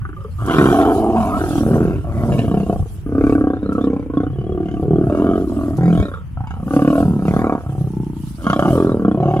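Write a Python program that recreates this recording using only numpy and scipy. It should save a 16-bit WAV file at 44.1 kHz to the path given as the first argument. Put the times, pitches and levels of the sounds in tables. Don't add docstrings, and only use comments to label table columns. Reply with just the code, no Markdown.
import sys
import numpy as np
from scipy import signal
from scipy.fft import rfft, irfft, next_fast_len
from scipy.io import wavfile
from scipy.ndimage import uniform_filter1d, map_coordinates

SR = 44100
rng = np.random.default_rng(int(sys.argv[2]) if len(sys.argv) > 2 else 0)


def pcm_store(signal):
    levels = np.round(np.clip(np.atleast_2d(signal), -1, 1) * 32767)
    wavfile.write(sys.argv[1], SR, levels.astype(np.int16).T)


N = 414540
TIME = np.arange(N) / SR
SIZE = 3072

# start_s, length_s, slap rate at its start_hz, middle_hz, end_hz
GROWL_TIMING = [(0.015, 0.135, 28.6, 25.7, 24.7), (0.165, 0.165, 23.5, 27.4, 28.8),
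                (0.388, 0.332, 29.0, 38.0, 46.2), (0.726, 0.204, 48.8, 46.1, 48.0),
                (0.942, 0.208, 48.2, 50.1, 48.2), (1.159, 0.221, 46.0, 42.6, 41.8),
                (1.389, 0.251, 40.8, 43.5, 36.0), (1.663, 0.357, 43.9, 39.6, 38.5),
                (2.044, 0.456, 39.2, 33.6, 30.6), (2.512, 0.378, 34.2, 31.2, 29.7),
                (3.062, 0.538, 33.2, 35.8, 28.6), (3.629, 0.451, 32.5, 33.8, 29.1),
                (4.099, 0.211, 25.4, 33.1, 26.5), (4.331, 0.48, 37.0, 36.7, 35.9),
                (4.827, 0.243, 36.7, 39.7, 32.8), (5.098, 0.352, 38.7, 44.6, 46.8),
                (5.472, 0.268, 41.6, 44.4, 37.7), (5.785, 0.345, 42.4, 42.2, 29.0),
                (6.139, 0.191, 29.9, 29.4, 28.1), (6.372, 0.128, 29.5, 30.5, 31.5),
                (6.507, 0.162, 31.5, 33.0, 32.0), (6.679, 0.361, 34.8, 36.3, 42.8),
                (7.053, 0.13, 37.0, 36.5, 35.0), (7.192, 0.45, 32.5, 38.8, 34.0),
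                (7.663, 0.225, 34.5, 33.5, 32.5), (7.903, 0.46, 31.3, 29.8, 26.5),
                (8.386, 0.065, 42.0, 45.0, 45.0), (8.467, 0.2, 31.5, 32.0, 34.0),
                (8.68, 0.299, 39.0, 44.7, 36.5), (8.995, 0.155, 40.7, 30.4, 31.3),
                (9.174, 0.246, 36.4, 37.1, 36.5)]
# frequency_hz, likeness (-1 to 1)
LION_LIKENESS = [(60, 0.87), (700, 1), (1200, 1), (2200, 1), (4000, 0.67), (15000, 0)]


def growl():
    trains = []
    for start, length, first, middle, last in GROWL_TIMING:
        knots_s = [start, start + length / 2, start + length]
        trains.append(beats(np.interp(TIME, knots_s, [first, middle, last], left=0, right=0)))
    times, rate = np.hstack(trains)
    pose = posture(times)
    jitter_s = .002 * pose["rough"] * rng.standard_normal(len(times)).clip(-2, 2)
    times = times + jitter_s
    gain = barks(times) * np.sqrt((1 - pose["share"]) * SR / rate)
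    closing_s = .0008
    return amp(-0.05) * slaps(times + closing_s, gain, 0.66 * pose["rough"], puff_s=0.0036, scatter_db=0.87)


def rival():
    times, rate = beats(98 * np.exp(.04 * wobble(60) + .13 * wobble(5)))
    pose = posture(times)
    gain = barks(times) * np.sqrt(pose["share"] * SR / rate)
    return slaps(times, gain, pose["rough"] ** 1.08, puff_s=0.0033, scatter_db=2.5)


def slaps(times, gain, rough, puff_s, scatter_db):
    hz, t = np.fft.rfftfreq(SIZE, 1 / SR), np.arange(SIZE) / SR
    draws = rng.standard_normal((len(times), 2 * SIZE + 1))
    fade = np.exp(-t / puff_s)
    fade /= np.linalg.norm(fade)
    noise = draws[:, 1:].reshape(-1, 2, SIZE).swapaxes(0, 1)
    puff = spread(rfft(noise * fade), hz, LION_LIKENESS)
    breathy_hz = 2700 * np.exp(-2 * rough[:, None])
    noisy = np.clip(rough[:, None] + 3.76 * hz ** 3 / (hz ** 3 + breathy_hz ** 3), 0, .98)
    sound = irfft(tract(times, hz) * (np.sqrt(1 - noisy) + np.sqrt(noisy) * puff))
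    lead = SIZE // 32
    window = signal.windows.tukey(SIZE, 2 * lead / SIZE)
    sound = np.roll(sound, lead, axis=-1) * window
    sound *= (gain * amp(scatter_db * draws[:, 0]))[:, None]
    at = (np.round(times * SR).astype(int)[:, None] + np.arange(SIZE)).ravel()
    return np.array([np.bincount(at, side.ravel(), N + lead)[lead:lead + N] for side in sound])


def tract(times, hz):
    # peak_s, half_length_s, level_db, resonance_hz, glide_hz_per_s
    moans = [(.385, 0.038, -26, 112, 0), (.614, .07, -22, 160, -84), (1.8, 0.11, -21.5, 165, -64),
             (2.34, 0.035, -14.5, 171.6, -3), (2.57, 0.11, -22.5, 176.6, -1),
             (2.952, 0.25, -32.5, 152.7, 4), (4.36, 0.082, -26, 136, -150), (4.66, 0.037, -29, 183, -1),
             (4.94, 0.041, -15.5, 168, -60), (5.87, 0.08, -10.5, 169.5, 158), (7.13, 0.13, -19, 191, -100),
             (7.3, 0.046, -15.5, 172, 1), (7.83, 0.029, -18, 153.5, 4), (8.66, 0.078, -22.5, 176, 4),
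             (9.3, 0.11, -25.5, 160, 0)]
    # peak_s, half_length_s, level_db, resonance_hz, glide_hz_per_s
    wails = [(.22, 0.025, -38, 1243, 1000), (.41, 0.036, -37.5, 1195, -6), (.85, 0.025, -26, 1370, -1200),
             (.97, 0.06, -23, 741, 0), (1.33, 0.023, -23, 1270, 2000), (3.17, .025, -38, 1240, 2),
             (3.45, 0.12, -42.5, 1555, 0), (3.74, .045, -34, 1303, -500), (4.58, 0.088, -22.5, 353, -330),
             (4.93, 0.059, -16.5, 382, -300), (5.23, 0.04, -34, 1064, 2497), (5.5, 0.036, -22.5, 326, -400),
             (6.97, .04, -20.5, 652, 900), (7.48, 0.032, -28, 1164, -250), (8.68, 0.039, -32.5, 837, -3500),
             (8.78, 0.049, -16.5, 456, -2500)]
    # peak_s, half_length_s, level_db, resonance_hz
    snarls = [(0.549, 0.047, -38.5, 3200), (.75, 0.12, -43, 3050), (1.519, 0.27, -55, 2670),
              (2.33, 0.011, -42, 2700), (2.39, 0.011, -41.5, 2280), (2.42, 0.039, -46.5, 3030),
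              (2.575, 0.079, -50, 2800), (1.9, 0.066, -51.5, 2730), (2.194, 0.058, -53, 2120),
              (3.269, 0.062, -48.5, 2480), (3.58, 0.042, -60, 3680), (3.83, 0.018, -48, 3650),
              (3.92, 0.064, -57.5, 2390), (4.211, 0.027, -64, 3520), (4.02, 0.035, -62, 2300),
              (4.44, 0.11, -63.5, 3050), (4.7, 0.055, -53.5, 3070), (5.18, 0.043, -54, 2790),
              (5.32, 0.055, -53, 3180), (5.86, 0.042, -45, 1890), (5.99, 0.052, -44.5, 3440),
              (6.508, 0.031, -53.5, 2890), (6.87, 0.1, -48.5, 2720), (7.28, 0.023, -44, 2740),
              (7.37, 0.053, -45.5, 1700), (7.47, 0.037, -52, 2410), (8.519, 0.05, -39, 3180),
              (8.6, 0.024, -44.5, 3190), (8.7, 0.071, -50, 3030), (8.88, 0.014, -53, 3720),
              (9.1, 0.034, -58.5, 3030), (9.36, 0.09, -50.5, 2950)]
    # centre_hz (before twist), width_hz, level_db re snarl
    overtones = [(1640, 68, 0), (2240, 57, -4), (3700, 190, -11), (4870, 340, -12.5), (6740, 630, -12),
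                 (9700, 2000, -19)]
    silent_db, hiss_db = -100, -22.5
    teeth_db, teeth_tremble = 2.5, 0.048
    jaw_tremble = 0.1
    double_width_db = -44

    pose = {name: value[:, None] for name, value in posture(times).items()}
    moan, moan_hz = standing_out(moans, times, silent_db)
    wail, wail_hz = standing_out(wails, times, silent_db)
    snarl, teeth_hz = standing_out(snarls, times, pose["mouth"][:, 0] + hiss_db)
    shake = rng.standard_normal((len(times), 2))
    tremble = np.exp(jaw_tremble * pose["share"] * shake[:, :1])
    twist = drift(times) * np.exp(teeth_tremble * shake[:, 1:])
    damping = pose["damping"]
    teeth_width_hz = 102 * (1 + amp(snarl - double_width_db))

    # centre_hz, width_hz, level_db
    power = (resonance(hz, pose["chest_hz"], 34.6 * damping, pose["chest"])
             + resonance(hz, pose["throat_hz"], 43 * damping, pose["effort"])
             + resonance(hz, pose["pharynx_hz"], 62 * damping, pose["pharynx"])
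             + resonance(hz, pose["jaw_hz"] * tremble, 48 * damping, pose["jaw"])
             + resonance(hz, pose["mouth_hz"] * tremble, 71 * damping, pose["mouth"])
             + resonance(hz, 900 + 0.45 * pose["mouth_hz"], 142, pose["lips"])
             + resonance(hz, moan_hz, 20, moan)
             + resonance(hz, wail_hz, 41.5, wail)
             + resonance(hz, teeth_hz * twist, teeth_width_hz, snarl + teeth_db)
             + resonance(hz, 1000, 150, pose["mouth"] - 12.5))
    for centre, width, db in overtones:
        power = power + resonance(hz, centre * twist, width, snarl + db)

    cepstrum = irfft(np.log(power + 1e-12) / 2)
    cepstrum[:, 1:SIZE // 2] *= 2
    cepstrum[:, SIZE // 2 + 1:] = 0
    reflected = hz ** 2 / (hz ** 2 + 700 ** 2)
    response = np.exp(rfft(cepstrum) + reflected * rfft(ripple(times, depth_db=3.8)))
    return response * np.sqrt(power.sum(axis=1) / (np.abs(response) ** 2).sum(axis=1))[:, None]


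def posture(times):
    # peak level_db, peak place (0-1), swell_db, fade_db,
    # chest_db re throat, chest_hz, throat_hz, throat and pharynx glide_hz, pharynx_db re throat, pharynx_hz,
    # jaw_db re throat, jaw_hz, jaw glide_hz, mouth_db re throat, mouth_hz, mouth glide_hz, lips_db re mouth,
    # opening_db of jaw and mouth over the growl, width factor, roughness (0-1), rival's share (0-1)
    voices = [(-44.5, 0.77, 18, 23, -15, 200, 300, 35.0, 1.5, 380, -10.5, 800, 20.0, 2, 1160, 54.5, 8, -22, 0.62, 0.5, 0.03),
              (-48.5, 0.47, 5.5, 27, -18, 140, 190, 121, 10, 430, 2, 540, 15, 4.5, 1220, 60.0, -23.5, -12.5, 0.31, 0.96, 0.18),
              (-19.5, 0.69, 30, -1, -1.5, 172.0, 260, 27, 3.5, 364, -6, 690, 85, -2.5, 1080, -70.0, -0.5, -9.5, 1.4, 0.25, 0.73),
              (-18.5, 0, -3, -1.5, -30, 160, 280, 27.5, 0, 417, -1, 719, 24.5, -11.0, 1080, -160.0, -2, -1, 1, 0.1, 0.55),
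              (-22.5, 1, -1.5, -0.5, -18, 130, 252, -14, 3, 372, -1.5, 729, -36, -11, 1100, -87, -20, 4, 1.03, 0.16, 0.75),
              (-23, 1, 0.5, 2.5, -2, 193.0, 249, 33, -10, 403, 0, 683, -8, -4, 1050, 61, -13.5, -5.5, 0.79, 0.12, 0.48),
              (-22.5, 0, 6.5, -7, -9.5, 150, 320, -120.0, -14.5, 590, -10.0, 720, -0.0, -17.5, 1250, -240.0, 0.5, -13.5, 1.76, 0.3, 0.22),
              (-17.5, 0.31, 5, 19, -1.5, 145, 188, -100.0, 0, 384, -12.5, 680, -75.0, -20, 1110, -70.0, 1.5, -2, 1.87, 0.2, 0.5),
              (-24, 0.6, 14, -1.5, 0, 133.0, 214, 134, -2, 392, -5.5, 640, -51, -14.5, 1160, 10.0, -11, -9.5, 1.7, 0.33, 0.65),
              (-28.5, 0.07, -1.5, 21.5, 7, 193, 332, 32, 6, 452.0, 1, 698, 36, -11, 1096, 72, -5, 1.5, 1.28, 0.4, 0.13),
              (-16, 0.36, 14.5, 9.5, -14, 177, 279, 17, -4, 439, -16.5, 695, 61, -20.5, 1136, -110.0, -0.5, 2.5, 1.08, 0.1, 0.07),
              (-19.5, 0.41, 5.5, 14, -6, 186.0, 274, 13, -3, 460, -19.5, 739.0, 240, -18, 1115, -280.0, -8.5, -7, 0.95, 0.2, 0.09),
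              (-21, 0.6, 6.5, 16.5, -8.5, 162.0, 286.0, 1.5, -5.5, 443, -19, 704, 83, -16.5, 1140, 180.0, -4, 1, 1.07, 0.3, 0.04),
              (-25, 0.8, 11.5, 2, -0.5, 187.0, 341, -54, -10.5, 450, -13, 694, 14, -21, 1155.0, 16, -4.5, -3, 1.06, 0.15, 0.11),
              (-22.5, 0.7, 9, 1, 4.5, 151, 275.0, -78, 4, 380, -8.5, 696, -53, -19.5, 1175.0, 204, -4.5, 2, 1.24, 0.14, 0.17),
              (-20, 0.68, 3, 10, -4, 206, 278, 3, 2, 378, -5.5, 649, 46.5, -13, 1228, -10, -10.5, -7, 1.14, 0.12, 0.17),
              (-19.5, 0.35, 5, 8, -31, 150, 275.0, 14, -9, 345.0, -12, 638, 32, -19, 1146, 58, -9.5, 5, 1.25, 0.3, 0.17),
              (-24.5, 0.44, -0.5, 17.5, -7, 350, 297.0, -77, -2, 440, -4, 658, -260.0, -15, 1060, 85, 3.5, 12.5, 1.08, 0.08, 0.14),
              (-56, 0.03, -4, 26, -11, 168.0, 227, 24, -9.0, 445.0, 4, 490, 10.0, 8, 1260, -70.0, -26, -17.5, 1.5, 1, 0.5),
              (-41, 0, 6, 17.5, 17.5, 126.0, 230, 20.0, -10, 490, 6.5, 834, 207, -4, 1120, 200.0, 1, 3, 1.5, 0.1, 0.12),
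              (-35.5, 0.95, 10.5, -18, 7.5, 180, 197, 122, -6.5, 470, -7, 770, -105.0, -8, 1230, -200.0, -29, -23, 1.8, 0.6, 0.23),
              (-16, 0.23, 13, 2.5, -5.5, 168.0, 280, 1, -6.5, 500, -15, 703, -160.0, -15.5, 1135, -120.0, -3, 0.5, 0.89, 0.13, 0.07),
              (-28, 0, -1.5, -0.5, 12, 183, 383, -28, -14, 540, -12.5, 750, 92, -16, 980, 10.0, -2, -4, 1.8, 0.05, 0.25),
              (-22.5, 0.51, 7, 21, -3.5, 260, 235, 130, 0.5, 425, -6, 720, -37, -10, 1220, -44.5, -24, 7, 3.16, 0.2, 0.1),
              (-31.5, 0.95, 9, 17, 12, 132, 346, 35, -9, 535, -9.5, 760, 60, -14.5, 1200, -60, -21, -14, 1.62, 0.3, 0.1),
              (-32, 0.16, 4, 14.5, 9, 164, 301, -86, -8, 290, -16, 870, 36, -24, 1000, 177, -5.5, -3, 1.5, 0.07, 0.08),
              (-30, 0.9, 12, -5, -1.5, 200, 300, -20.0, -8.5, 600, -11, 530, -11, -8, 1330, -60.0, -17, 5, 1.2, 0.2, 0.94),
              (-25, 0.06, -2.5, -4.5, 4, 191, 306, 107, -2, 546.0, -7, 722, 68.5, -3, 1210, 67, -9, -7.5, 1.62, 0.3, 0.03),
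              (-18.5, 0.8, -0.5, 8, -4.5, 209, 367, 103, -1.5, 180, -12, 618, 11, -16, 1110, -180.0, -3.5, -5.5, 2.5, 0.1, 0.13),
              (-21.5, 0.54, 3, 2, 3.5, 200.0, 300, 32, -3, 464, -11, 680, 8, -17.5, 1065.0, -40, -0.5, -1, 1.08, 0.12, 0.05),
              (-21.5, 0.3, 4.5, 1, 5.5, 156.0, 362, -16, -6.5, 547, -2, 718, 86, -13, 1080, 30.0, -9, 2.5, 0.97, 0.08, 0.28)]
    # peak_s, half_length_s,
    # lost_db (share of the clean voice lost)
    rasps = [(2.33, .08, -7.5), (8.66, 0.024, -7.5)]
    release_db_per_s = 132.5
    grumble_db, handover_s = -49, 0.064

    rows = np.hstack([GROWL_TIMING, voices])
    now = np.maximum(np.searchsorted(rows[:, 0], times + .006) - 1, 0)
    (start, length, _, _, _, level, peak, swell, fade, chest, chest_hz,
     throat_hz, throat_glide, pharynx, pharynx_hz, jaw, jaw_hz, jaw_glide,
     mouth, mouth_hz, mouth_glide, lips, opening, damping, rough, share) = rows[now].T
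    u, peak = np.clip((times - start) / length, 0, 1), np.clip(peak, .05, .95)
    since_end_s = np.maximum(times - start - length, 0)
    way = u - .5
    rise_db = swell * (1 - u / peak) ** 2
    fall_db = fade * ((u - peak) / (1 - peak)) ** 2
    effort = level - np.where(u < peak, rise_db, fall_db) - release_db_per_s * since_end_s
    opened = effort + opening * way
    clean = np.clip(1 - swells(rasps, times).sum(axis=0), 0, 1)
    lead_share = (1 - np.clip(share, 0, 1)) * np.exp(-since_end_s / handover_s)
    return dict(effort=np.maximum(effort, grumble_db),
                chest=effort + chest, chest_hz=chest_hz,
                throat_hz=throat_hz + throat_glide * way,
                pharynx=effort + pharynx, pharynx_hz=pharynx_hz + throat_glide * way,
                jaw=opened + jaw, jaw_hz=jaw_hz + jaw_glide * way,
                mouth=opened + mouth, mouth_hz=mouth_hz + mouth_glide * way,
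                lips=opened + mouth + lips,
                damping=np.maximum(damping, .5),
                rough=1 - clean * (1 - np.clip(rough, 0, 1)),
                share=1 - clean * lead_share)


def barks(times):
    # peak_s, extra_db
    heaves = [(.419, 6.5), (.45, -3), (0.482, 5), (2.655, -6), (2.718, 7), (4.18, 4), (4.829, 5),
              (5.787, -0.5), (6.475, 6.5), (7.536, 8), (7.678, 5.5), (8.499, 2.5), (8.564, -5),
              (8.593, 3.5), (9.065, 3.5)]
    return amp(sum(db * np.exp(-((times - s) / 0.022) ** 2) for s, db in heaves))


def standing_out(events, times, floor_db):
    gains = swells(events, times)
    centres = np.array([hz + sum(glide) * np.clip(times - s, -2 * half, 2 * half)
                        for s, half, _, hz, *glide in events])
    weights = gains + 1e-9
    level_db = 20 * np.log10(together(gains, floor_db))
    centre_hz = (centres * weights).sum(axis=0) / weights.sum(axis=0)
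    return level_db[:, None], centre_hz[:, None]


def resonance(hz, centre_hz, width_hz, db):
    detune = (hz ** 2 - centre_hz ** 2) / (2 * np.maximum(hz, 1) * width_hz)
    peak = 1 / (1 + detune ** 2) ** 2 / (1 + (hz / (centre_hz * 1.28)) ** 6)
    return amp(db) ** 2 * peak / peak.mean(axis=-1, keepdims=True)


def drift(times):
    share, moves_per_s = 0.03, 11
    knots = rng.standard_normal(int(N * moves_per_s / SR) + 4)
    return np.exp(share * map_coordinates(knots, [times * moves_per_s], mode="nearest"))[:, None]


def ripple(times, depth_db):
    lag_s = np.arange(SIZE) / SR
    window = (lag_s > .002) * (lag_s < .014) * np.exp(-lag_s / .012)
    step_s = .16
    knots_s = np.arange(0, N / SR + step_s, step_s)
    blend = np.exp(-((times[:, None] - knots_s) / step_s) ** 2)
    blend /= np.linalg.norm(blend, axis=1, keepdims=True)
    field = blend @ rng.standard_normal((len(knots_s), SIZE)) * window / np.linalg.norm(window)
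    depth = np.log(amp(depth_db))
    field *= depth * np.sqrt(2)
    field[:, 0] = -depth ** 2
    return field


def bushes(x, t60):
    t = np.arange(SR // 2) / SR
    tail = rng.standard_normal((2, len(t))) * amp(-60 * t / t60) * (1 - np.exp(-t / 0.0063))
    tail = irfft(spread(rfft(tail), np.fft.rfftfreq(len(t), 1 / SR), LION_LIKENESS))
    return signal.fftconvolve(x, tail / np.linalg.norm(tail[0]), axes=1)[:, :N]


def grass():
    # peak_s, half_length_s, level_db (before the stem and tip gains)
    thrashes = [(0.682, 0.12, -42.5), (0.962, 0.057, -46), (1.249, 0.05, -47.5), (1.551, 0.17, -45),
                (2.331, 0.12, -51.5), (2.722, 0.23, -57), (2.938, 0.022, -53.5), (3.31, 0.066, -55.5),
                (3.78, 0.038, -61), (4.816, 0.035, -61.5), (5.17, 0.11, -59.5), (5.567, 0.17, -55.5),
                (5.986, 0.072, -56.5), (6.764, 0.059, -49), (6.976, 0.081, -47.5), (7.332, 0.088, -53),
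                (7.808, 0.16, -58.5), (8.27, 0.051, -52.5), (8.534, 0.25, -55), (8.73, 0.07, -46.5),
                (9.368, .06, -63)]
    # frequency_hz, level_db per Hz (relative)
    grass_spectrum = [(1200, 1.5), (2000, -10), (3000, 4), (4200, 1.5), (5500, 2), (7500, 2), (9500, 5.5),
                      (11000, 6.5), (12500, 0.5), (15500, -5.5)]
    rustle_floor_db = -70
    gains = np.array([amp(db) / np.cosh((TIME - s) / half).clip(max=1e9) for s, half, db in thrashes])
    level = together(gains, rustle_floor_db)
    hits = rng.random(N) < 700 / SR
    grains = rng.standard_normal((2, N)) * hits * amp(4.6 * rng.exponential(size=N).clip(0, 4))
    source = rng.standard_normal((2, N)) + 0.39 * unit(grains)
    rustle = patchy(coloured(source, grass_spectrum), depth_db=4.0)
    stems = filtered(rustle, lambda hz: 1 / (1 + (hz / 7000) ** 4))
    tips = rustle - stems
    return level * (stems * amp(5.0 + 2.5 * wobble(34)) + tips * amp(4.5 + 0.51 * wobble(36)))


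def stalks():
    # start_s, level_db (before the common trim and the filter)
    snaps = [(0.4613, -31), (1.491, -30), (3.728, -39.5), (5.7695, -35), (8.5943, -34)]
    out, t = np.zeros((2, N + SIZE)), np.arange(SIZE) / SR
    for s, db in snaps:
        crack = amp(db - 13.0 - 60 * t / 0.082) * rng.standard_normal((2, SIZE))
        out[:, round(s * SR):][:, :SIZE] += crack
    bright = [(500, -16), (2500, 5), (10000, 11.5), (15500, -1.0)]  # hz, db
    return filtered(out, lambda hz: amp(along(bright, hz)))[:, :N]


def wind():
    # peak_s, half_length_s, level_db (before the buffet gain)
    gusts = [(.03, 0.049, -26), (.8, 0.68, -30.5), (1.85, 0.57, -28), (2.35, 0.42, -28.5),
             (2.8, 0.039, -19.5), (3.28, 0.14, -24.5), (4.8, 0.89, -31), (6.0, 0.017, -15),
             (7.04, 0.052, -27), (7.34, 0.082, -27), (6.45, 0.39, -33.5), (8.95, .3, -39.5)]
    # frequency_hz, level_db per Hz (relative)
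    rumble_spectrum = [(12, -28), (25, -9.5), (40, -6), (62, 0.5), (85, 3.5), (120, -2.5), (200, -15.5),
                       (400, -52), (1000, -71)]
    # frequency_hz, level_db per Hz (relative)
    air_spectrum = [(60, 18), (200, 1), (500, -3.5), (1200, 1.5), (2000, -5.5), (3200, -7.5), (5000, -102),
                    (10000, -70), (15500, -49)]
    breeze_db = -34.5
    level = together(swells(gusts, TIME), breeze_db) * amp(3.0 + 0.17 * wobble(16))
    buffet = level * coloured(rng.standard_normal((2, N)), rumble_spectrum)
    return buffet + amp(-48.5) * coloured(rng.standard_normal((2, N)), air_spectrum)


def amp(db):
    return 10 ** (np.asarray(db) / 20)


def unit(x):
    return x / np.sqrt(np.mean(x ** 2) + 1e-20)


def along(points, hz):
    f, v = np.transpose(points)
    return np.interp(np.log(hz + 1), np.log(f + 1), v)


def wobble(rate):
    return map_coordinates(rng.standard_normal(int(N * rate / SR) + 4), [TIME * rate])


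def filtered(x, response):
    m = next_fast_len(N + SR // 4)
    return irfft(rfft(x, m) * response(np.fft.rfftfreq(m, 1 / SR)), m)[..., :N]


def spread(pair, hz, likeness):
    turn = np.arccos(np.clip(along(likeness, hz), -1, 1)) / 2
    mid, side = pair[0] * np.cos(turn), pair[1] * np.sin(turn)
    return np.array([mid + side, mid - side])


def coloured(pair, spectrum):
    # frequency_hz, likeness (-1 to 1)
    background_likeness = [(30, -0.18), (60, 0.76), (130, 0.66), (300, 0.3), (700, 0.83), (1200, 0.1),
                           (1800, 0.25), (3000, 0.033), (15000, -0.062)]
    m = next_fast_len(N + SR // 4)
    hz = np.fft.rfftfreq(m, 1 / SR)
    stereo = spread(rfft(pair, m), hz, background_likeness)
    return unit(irfft(stereo * amp(along(spectrum, hz)), m)[:, :N])


def patchy(x, depth_db):
    z = signal.stft(x, nperseg=512)[2]
    field = uniform_filter1d(rng.standard_normal(z.shape[1:]), size=4, axis=0)
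    field = uniform_filter1d(field, size=6, axis=1)
    return unit(signal.istft(z * amp(depth_db * unit(field)), nperseg=512)[1][:, :N])


def beats(rate):
    cycles = np.cumsum(rate) / SR
    at = np.flatnonzero(np.diff(np.ceil(cycles), prepend=0) > 0)
    return TIME[at], rate[at]


def swells(events, times):
    return np.array([amp(db) * np.exp(-.5 * ((times - s) / half) ** 2) for s, half, db, *_ in events])


def together(gains, floor_db):
    return np.sqrt(np.sum(gains ** 2, axis=0) + amp(floor_db) ** 2)


def scene():
    # frequency_hz, lead_rad
    left_lead = [(30, 0.3), (300, 0.1), (700, 0.31), (1200, 0.95), (1600, 1.8), (4000, 1.34)]
    lions = growl() + rival()
    lions = lions + amp(-10.5) * bushes(lions, t60=0.07)
    lions = filtered(lions, lambda hz: np.exp(.5j * along(left_lead, hz) * np.array([[1], [-1]])))
    return lions * amp([[-.3], [.3]]) + (grass() + stalks()) * amp([[-1], [1]]) + wind()


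def record(dry):
    top_hz = 15650
    rounded = dry / (1 + np.abs(dry) ** 6) ** (1 / 6)
    return filtered(rounded, lambda hz: hz < top_hz)


dry = scene()
out = record(dry)
pcm_store(out)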